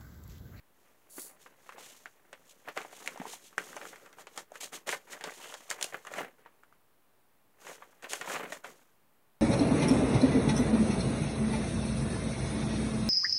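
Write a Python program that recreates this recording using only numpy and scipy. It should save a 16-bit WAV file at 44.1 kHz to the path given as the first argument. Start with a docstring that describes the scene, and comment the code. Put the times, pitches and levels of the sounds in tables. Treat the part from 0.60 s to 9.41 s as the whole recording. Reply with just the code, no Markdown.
"""Hands push a thin metal sheet aside over a table cloth: the weave excites its modes in a bright hiss.
They then pick up, unfold and turn a folded sheet of paper: creases snap by sudden buckling, the bent sheet
crackles in many small buckles, fingers and layers hiss in fine slips, and twice a taut fold sings.
After a near lull the handling resumes, then ends; the echo and murmur of a small room lie under it all."""
import sys
import numpy as np
from scipy import signal
from scipy.fft import rfft, irfft
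from scipy.io import wavfile

SR = 44100
rng = np.random.default_rng(int(sys.argv[2]) if len(sys.argv) > 2 else 0)


def ratio_of_db(decibels):
    """Turn decibels (scalar or array-like) into linear amplitude factors; 0 dB maps to 1."""
    return 10 ** (np.asarray(decibels, float) / 20)


def file_out(sig):
    """Save sig as 16-bit WAV at sys.argv[1]."""
    # one column per channel
    cols = np.atleast_2d(sig).T
    # limit, then scale
    lim = np.clip(cols, -1, 1)
    pcm = np.round(lim * 32767).astype(np.int16)
    wavfile.write(sys.argv[1], SR, pcm)


N = 388521  # samples
TIME = np.arange(N) / SR  # s

# radiation of a sheet that buckles: f/Hz, relative gain/dB
BUCKLE_GAIN = [(250, -9.5), (500, 3.5), (1000, 0.5), (2000, 0.5), (3200, -10), (5000, -25), (9000, -44)]
# radiation of fine sliding contacts: f/Hz, relative gain/dB
SLIDE_GAIN = [(1500, -14), (3000, -3.5), (4700, -7), (6600, 1.5), (10000, -7), (14000, -22)]
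# radiation of wide panels that flex: f/Hz, relative gain/dB
FLEX_GAIN = [(100, -17), (170, -7.5), (300, -3.5), (500, -2), (800, -17), (2000, -28)]


def level(x, db):
    """Root-mean-square normalisation: scale to a level, which may vary in time."""
    return x * ratio_of_db(db) / np.sqrt(np.mean(x ** 2))


def colour(x, points):
    """Minimum-phase filtering: a causal response whose gain follows points of f/Hz, gain/dB."""
    hz, db = np.transpose(points)
    grid_hz = np.maximum(np.fft.rfftfreq(4096, 1 / SR), 1)
    gain_db = np.interp(np.log(grid_hz), np.log(hz), db, left=db[0] - 15.5, right=db[-1])
    # folding the cepstrum onto positive times makes the response causal
    cepstrum = irfft(gain_db * np.log(10) / 20)
    cepstrum[1:2048] *= 2
    cepstrum[2049:] = 0
    response = irfft(np.exp(rfft(cepstrum)))[:2048]
    return signal.fftconvolve(x, response)[:len(x)]


def band(x, hz, width):
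    """Resonance: one damped mode of unit gain at its centre."""
    quality = max(hz / width, .3)
    return signal.lfilter(*signal.iirpeak(min(hz, SR / 2.3), quality, SR), x)


def fade(t60, size):
    """Exponential decay: noise that dies away by 60 dB in t60 seconds."""
    return rng.standard_normal(size) * ratio_of_db(-60 * np.arange(size) / SR / t60)


def grains(count, spread_db, t60, rise=0.0023):
    """Stick-slip: scattered slips of unequal size, each a short swell of noise (rise and t60 in s)."""
    place, size = rng.random((count, 2)).T
    kicks = np.bincount((place * N).astype(int), ratio_of_db(-spread_db * np.log(1 - .97 * size)), N)
    t = np.arange(2048) / SR
    burst = (1 - np.exp(-t / rise)) * ratio_of_db(-60 * t / t60)
    # incoherent bursts add in power
    power = signal.fftconvolve(kicks ** 2, burst ** 2)[:N].clip(0)
    return level(power ** .5 * rng.standard_normal(N), 0)


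def gesture(s, swell_s, hold_s, fade_s, db):
    """Power of one hand movement: exponential swell and fade, 20 dB in swell_s and fade_s, about a hold."""
    under = np.maximum((s - TIME) / swell_s, (TIME - s - hold_s) / fade_s).clip(0, 10)
    return ratio_of_db(2 * (db - 20 * under))


def snaps():
    """Snap-through: a crease flips in a cycle or two with a bright tick, then the whole sheet shudders."""
    # creases: t/s, flip peak level/dB, pitch f/Hz, tick level/dB and shudder level/dB re flip peak
    creases = [(0.581, -37, 330, -26, -11), (0.8615, -43, 1200.0, -32, -9), (1.0921, -33.5, 1200, -24, -14),
               (1.1229, -44, 1300, -20, -12), (1.181, -47.5, 810, -20, -2),
               (1.4577, -30.5, 1650.0, -26.0, -18.5), (1.7294, -40, 1740, -11, -6),
               (2.085, -30, 1970, -45, -12), (2.1746, -23, 1500, -18.5, -12), (2.216, -36, 2300, -15, -14),
               (2.249, -38, 800, -25, -14), (2.328, -42, 700, -15, -10), (2.4613, -34, 2060.0, -10.0, -23),
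               (2.4756, -20, 2200, -15, -22), (2.559, -38, 700, -30, -14), (2.5751, -36, 900, -15, -18),
               (2.599, -35, 244, -25, -9), (2.616, -31, 755, -29.0, -18), (2.6542, -29, 910, -29, -22),
               (2.735, -38, 800, -30, -14), (2.9281, -47, 1230.0, -19.0, -13.5),
               (2.9807, -16, 1600, -20, -18), (3.13, -36, 1500, -25, -17), (3.1658, -31.5, 824, -11.5, -10),
               (3.2143, -33.5, 1600, -25, -13.5), (3.2536, -31.5, 1390.0, -27, -21),
               (3.3307, -41.5, 1120, -30, -8.5), (3.3589, -41, 2000, -15, -14), (3.461, -46, 1400, -12, -8),
               (3.5285, -48, 1500, -8, -10), (3.585, -43, 1000, -20, -10), (3.6698, -38, 2370, -13.5, -9.5),
               (3.7759, -35, 3030, -0.5, -3.5), (3.919, -36, 640, -19, -23), (3.9554, -39.5, 1390, -15, -7),
               (4.2909, -24.5, 2060.0, -8.5, -9), (4.3265, -20, 1990, -34, -18),
               (4.6099, -37.5, 1870, -13, -8), (4.6396, -30.5, 2900, -9.5, -8),
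               (4.9404, -32, 3100, -12, -12), (5.1025, -28.5, 3500, -1.5, -14.5),
               (5.112, -22.5, 1780, -9.5, -16), (5.2121, -29, 2740.0, -7, -13.5),
               (5.2265, -24.5, 3130, -0.5, -20), (5.2426, -27, 2780, -3.5, -16),
               (5.4501, -38, 1200, -15, -14), (5.4692, -42.5, 1430, -4, 0),
               (5.5382, -30.5, 1920, -14, -14.5), (5.8604, -43, 970, -30, -10),
               (6.0346, -43.5, 1450, -26, -21.5), (6.1256, -48.0, 1240, -29, -19),
               (7.068, -38.5, 1160, -13, -7.5), (7.2226, -38, 1060, -41, -11.5),
               (7.4243, -46, 1800, -5.5, -14.0), (7.4433, -33.0, 2050, -33, -10),
               (7.5328, -25.5, 2380, -4, -10), (7.6121, -35.5, 2000, -6, -1), (7.6751, -31, 900, -20, -10),
               (7.7581, -27.5, 1740, -42, -6.5), (7.9222, -34, 1770.0, -9.5, -5.5),
               (8.0443, -35, 1430, -23, -8)]
    out = np.zeros(N + 8192)
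    t = np.arange(512) / SR
    for s, db, hz, tick_db, shudder_db in creases:
        flip = np.sin(2 * np.pi * hz * t) * hz * t * np.exp(-hz * t / .75)
        tick = colour(fade(0.015, size=2048), SLIDE_GAIN)

        # the shudder is strongest near the pitch of the flip
        shake = fade(0.08, size=8192)
        near_pitch = band(band(shake, hz, 2 * hz), hz, 0.73 * hz) * (900 / hz) ** .5
        shudder = near_pitch + 1.07 * colour(shake, BUCKLE_GAIN) + .5 * colour(shake, FLEX_GAIN)

        # tick and shudder are scaled by their onsets
        one = ratio_of_db(shudder_db) * shudder / shudder[:400].std()
        one[:512] += flip / np.abs(flip).max()
        one[:2048] += ratio_of_db(tick_db) * tick / tick[:100].std()
        start = int(s * SR)
        out[start:start + 8192] += ratio_of_db(db) * one
    return out[:N]


def bending():
    """Buckling: many small buckles ring the bent sheet, while wide panels flex low and grow more slowly."""
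    # bends: peak t/s, swell by 20 dB t/s, fade by 20 dB t/s, effort level/dB
    bends = [(0.268, 0.289, 0.328, -70.5), (0.594, 0.15, 0.5, -60), (1.221, 0.302, 0.263, -56.0),
             (1.949, 3.336, 0.842, -70.0), (2.08, 0.025, 0.05, -39), (2.168, 0.008, 0.11, -41.0),
             (2.502, 0.4, 0.15, -54), (2.669, 0.3, 0.2, -53), (2.979, 0.007, 0.2, -48.0),
             (3.23, 0.3, 0.36, -52), (3.594, 0.031, 0.059, -53.0), (3.791, 0.082, 0.05, -50.5),
             (3.95, 0.057, 0.048, -55.0), (4.038, 0.049, 0.048, -45.0), (4.135, 0.016, 0.064, -44.0),
             (4.275, 0.011, 0.09, -39.0), (4.337, 0.052, 0.048, -40), (4.542, 0.072, 0.045, -44.5),
             (4.675, 0.079, 0.08, -43.5), (4.861, 0.48, 0.388, -52.5), (5.094, 0.017, 0.38, -48.5),
             (5.342, 0.022, 0.05, -39), (5.6, 0.09, 0.065, -33), (5.785, 0.01, 0.4, -64),
             (7.098, 0.085, 0.09, -46.5), (7.213, 0.081, 0.372, -61.5), (7.427, 0.007, 0.15, -47),
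             (7.53, 0.06, 0.2, -45), (7.711, 0.127, 0.109, -37.0), (7.825, 0.184, 0.072, -39.5),
             (7.944, 0.086, 0.054, -42.5), (8.039, 0.005, 0.174, -50.5)]
    # how freely wide panels hang: t/s, flex level/dB at an effort of 0 dB
    flex_level = [(2.2, -17), (3, -12), (4.6, -19), (7.7, -16.5)]
    flex_growth = .8  # dB of flex per dB of effort
    effort = sum(gesture(s, swell_s, 0, fade_s, db) for s, swell_s, fade_s, db in bends) ** .5

    whole = grains(count=2200, spread_db=5.5, t60=0.04, rise=0.001)
    # each pitch range has buckles of its own
    parts = sum(band(grains(count=700, spread_db=6.0, t60=0.028, rise=0.00063), hz, 0.3 * hz) * hz ** -.5
                for hz in 450 * 1.27 ** np.arange(9))
    crackle = level(colour(whole, BUCKLE_GAIN), -1.5) + level(colour(parts, BUCKLE_GAIN), -4.3)

    panels = grains(count=900, spread_db=3.5, t60=0.021, rise=0.0046)
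    flex = colour(.5 * whole + panels, FLEX_GAIN)
    flex_db = np.interp(TIME, *np.transpose(flex_level))
    return crackle * effort + level(flex, flex_db) * effort ** flex_growth


def sliding():
    """Friction: fine slips hiss; firm strokes are duller, as the airy top grows slowly and the rasp fast."""
    # strokes: arrival t/s, swell by 20 dB t/s, hold t/s, fade by 20 dB t/s, drive level/dB
    strokes = [(0.255, 0.415, 0.022, 0.721, -75.0), (0.81, 0.038, 0.038, 0.085, -62.5),
               (1.074, 0.179, 0.064, 0.015, -65.0), (1.191, 0.03, 0.09, 0.25, -55.5),
               (1.907, 0.09, 0.015, 0.02, -60.0), (2.161, 0.009, 0.059, 0.068, -57.5),
               (2.331, 0.012, 0.075, 0.831, -59.0), (2.455, 0.81, 0.068, 0.06, -60.0),
               (2.688, 0.068, 0.061, 0.036, -49.5), (2.862, 0.179, 0.016, 0.046, -58.0),
               (2.981, 0.008, 0.136, 0.491, -56.0), (3.269, 0.109, 0.028, 0.083, -54.5),
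               (3.595, 0.023, 0.026, 0.015, -57.5), (3.787, 0.092, 0.013, 0.039, -52.5),
               (3.955, 0.029, 0.025, 0.014, -58.0), (4.007, 0.005, 0.04, 0.043, -44.5),
               (4.127, 0.008, 0.03, 0.045, -46.5), (4.271, 0.007, 0.069, 0.046, -44.0),
               (4.527, 0.037, 0.007, 0.028, -46.5), (4.639, 0.005, 0.034, 0.863, -56.5),
               (4.831, 0.442, 0.044, 0.274, -53.0), (5.103, 0.022, 0.015, 0.063, -47.0),
               (5.217, 0.044, 0.032, 0.2, -51.5), (5.591, 0.169, 0.009, 0.065, -51.0),
               (6.996, 0.008, 0.061, 0.245, -65.5), (7.07, 0.064, 0.086, 0.029, -55.0),
               (7.19, 0.013, 0.025, 0.422, -69.0), (7.431, 0.007, 0.009, 0.055, -56.5),
               (7.498, 0.013, 0.052, 0.082, -44.5), (7.713, 0.094, 0.015, 0.11, -43.5),
               (7.932, 0.073, 0.009, 0.062, -51.5), (8.04, 0.004, 0.017, 0.218, -57.5)]
    drive = sum(gesture(*row) for row in strokes) ** .5
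    slips = grains(count=6000, spread_db=2.5, t60=.025)
    hiss = level(colour(slips, SLIDE_GAIN), -1.2)
    airy = level(band(band(slips, 10900, 7300), 10900, 7300), -41)
    rasp = level(band(slips, 3100, 2600), 6)
    return hiss * drive + airy * drive ** 0.52 + rasp * drive ** 1.25


def creaking():
    """Stick-slip resonance: quick slips of a taut, rubbed fold excite a single narrow mode."""
    # creaks: start t/s, hold t/s, pitch f/Hz, level/dB
    creaks = [(3.445, .065, 1250, -66), (4.815, .085, 2900, -58)]
    slips = grains(count=4000, spread_db=2.0, t60=.02)
    out = np.zeros(N)
    for s, hold_s, hz, db in creaks:
        tone = level(band(band(slips, hz, .3 * hz), hz, .3 * hz), 0)
        out += tone * gesture(s, .01, hold_s, .04, db) ** .5
    return out


def metal():
    """Modal excitation: the cloth weave scratches the thin metal, whose modes stand out of a bright hiss."""
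    # drag of the sheet: t/s, level/dB
    drag = [(.485, -88), (.5, -57), (.55, -53.5), (.6, -43.5), (.68, -51.5), (.76, -74)]
    # modes of the sheet: f/Hz, bandwidth f/Hz, relative gain level/dB
    modes = [(4680, 69, -3), (7240, 340, -5), (8300, 300, -3), (9990, 440, 0), (10920, 400, -3)]
    s, db = np.transpose(drag)
    scratch = grains(count=20000, spread_db=1.0, t60=0.0089)
    ring = sum(ratio_of_db(gain_db) * band(scratch, hz, width) for hz, width, gain_db in modes)
    hiss = ratio_of_db(-6) * band(band(scratch, 11000, 12000), 13000, 12000)
    return level(ring + hiss, np.interp(TIME, s, db, left=-120, right=-120))


def room_echo(near):
    """Diffuse reverberation: convolution with decaying noise that starts 200 samples late."""
    tail = fade(0.12, size=16384)
    tail *= ratio_of_db(-12) / np.sqrt(np.sum(tail ** 2))  # energy 12 dB under the direct sound
    return signal.fftconvolve(near, np.r_[np.zeros(200), tail])[:N]


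def background():
    """Stationary noise: the murmur of the room and the hiss of a close microphone, as one coloured noise."""
    # spectrum of the background: f/Hz, relative gain level/dB
    murmur = [(30, -12), (53, -15), (123, -8.5), (178, -8.5), (1000, -11), (6080, -28), (15600, -21)]
    return level(colour(rng.standard_normal(N), murmur), -70)


def scene():
    """Superposition: the table-top sources, thinned below about 90 Hz, their echo and the background add
    linearly."""
    sources = snaps() + bending() + sliding() + metal() + creaking()
    no_bass = signal.butter(2, 90, "high", fs=SR, output="sos")
    near = signal.sosfilt(no_bass, sources)
    return (near + room_echo(near) + background())[None]


def band_limit(x):
    """A steep low-pass at the top of the band."""
    return signal.sosfilt(signal.butter(12, 16520, fs=SR, output="sos"), x)


def record(dry):
    """Band limitation: a steep low-pass cuts the top; the converter adds a small steady offset."""
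    low_pass = signal.ellip(10, .2, 50, 15750, fs=SR, output="sos")  # edge in Hz
    mix = signal.sosfilt(low_pass, dry) - 0.00041
    return band_limit(mix)


dry = scene()
out = record(dry)
file_out(out)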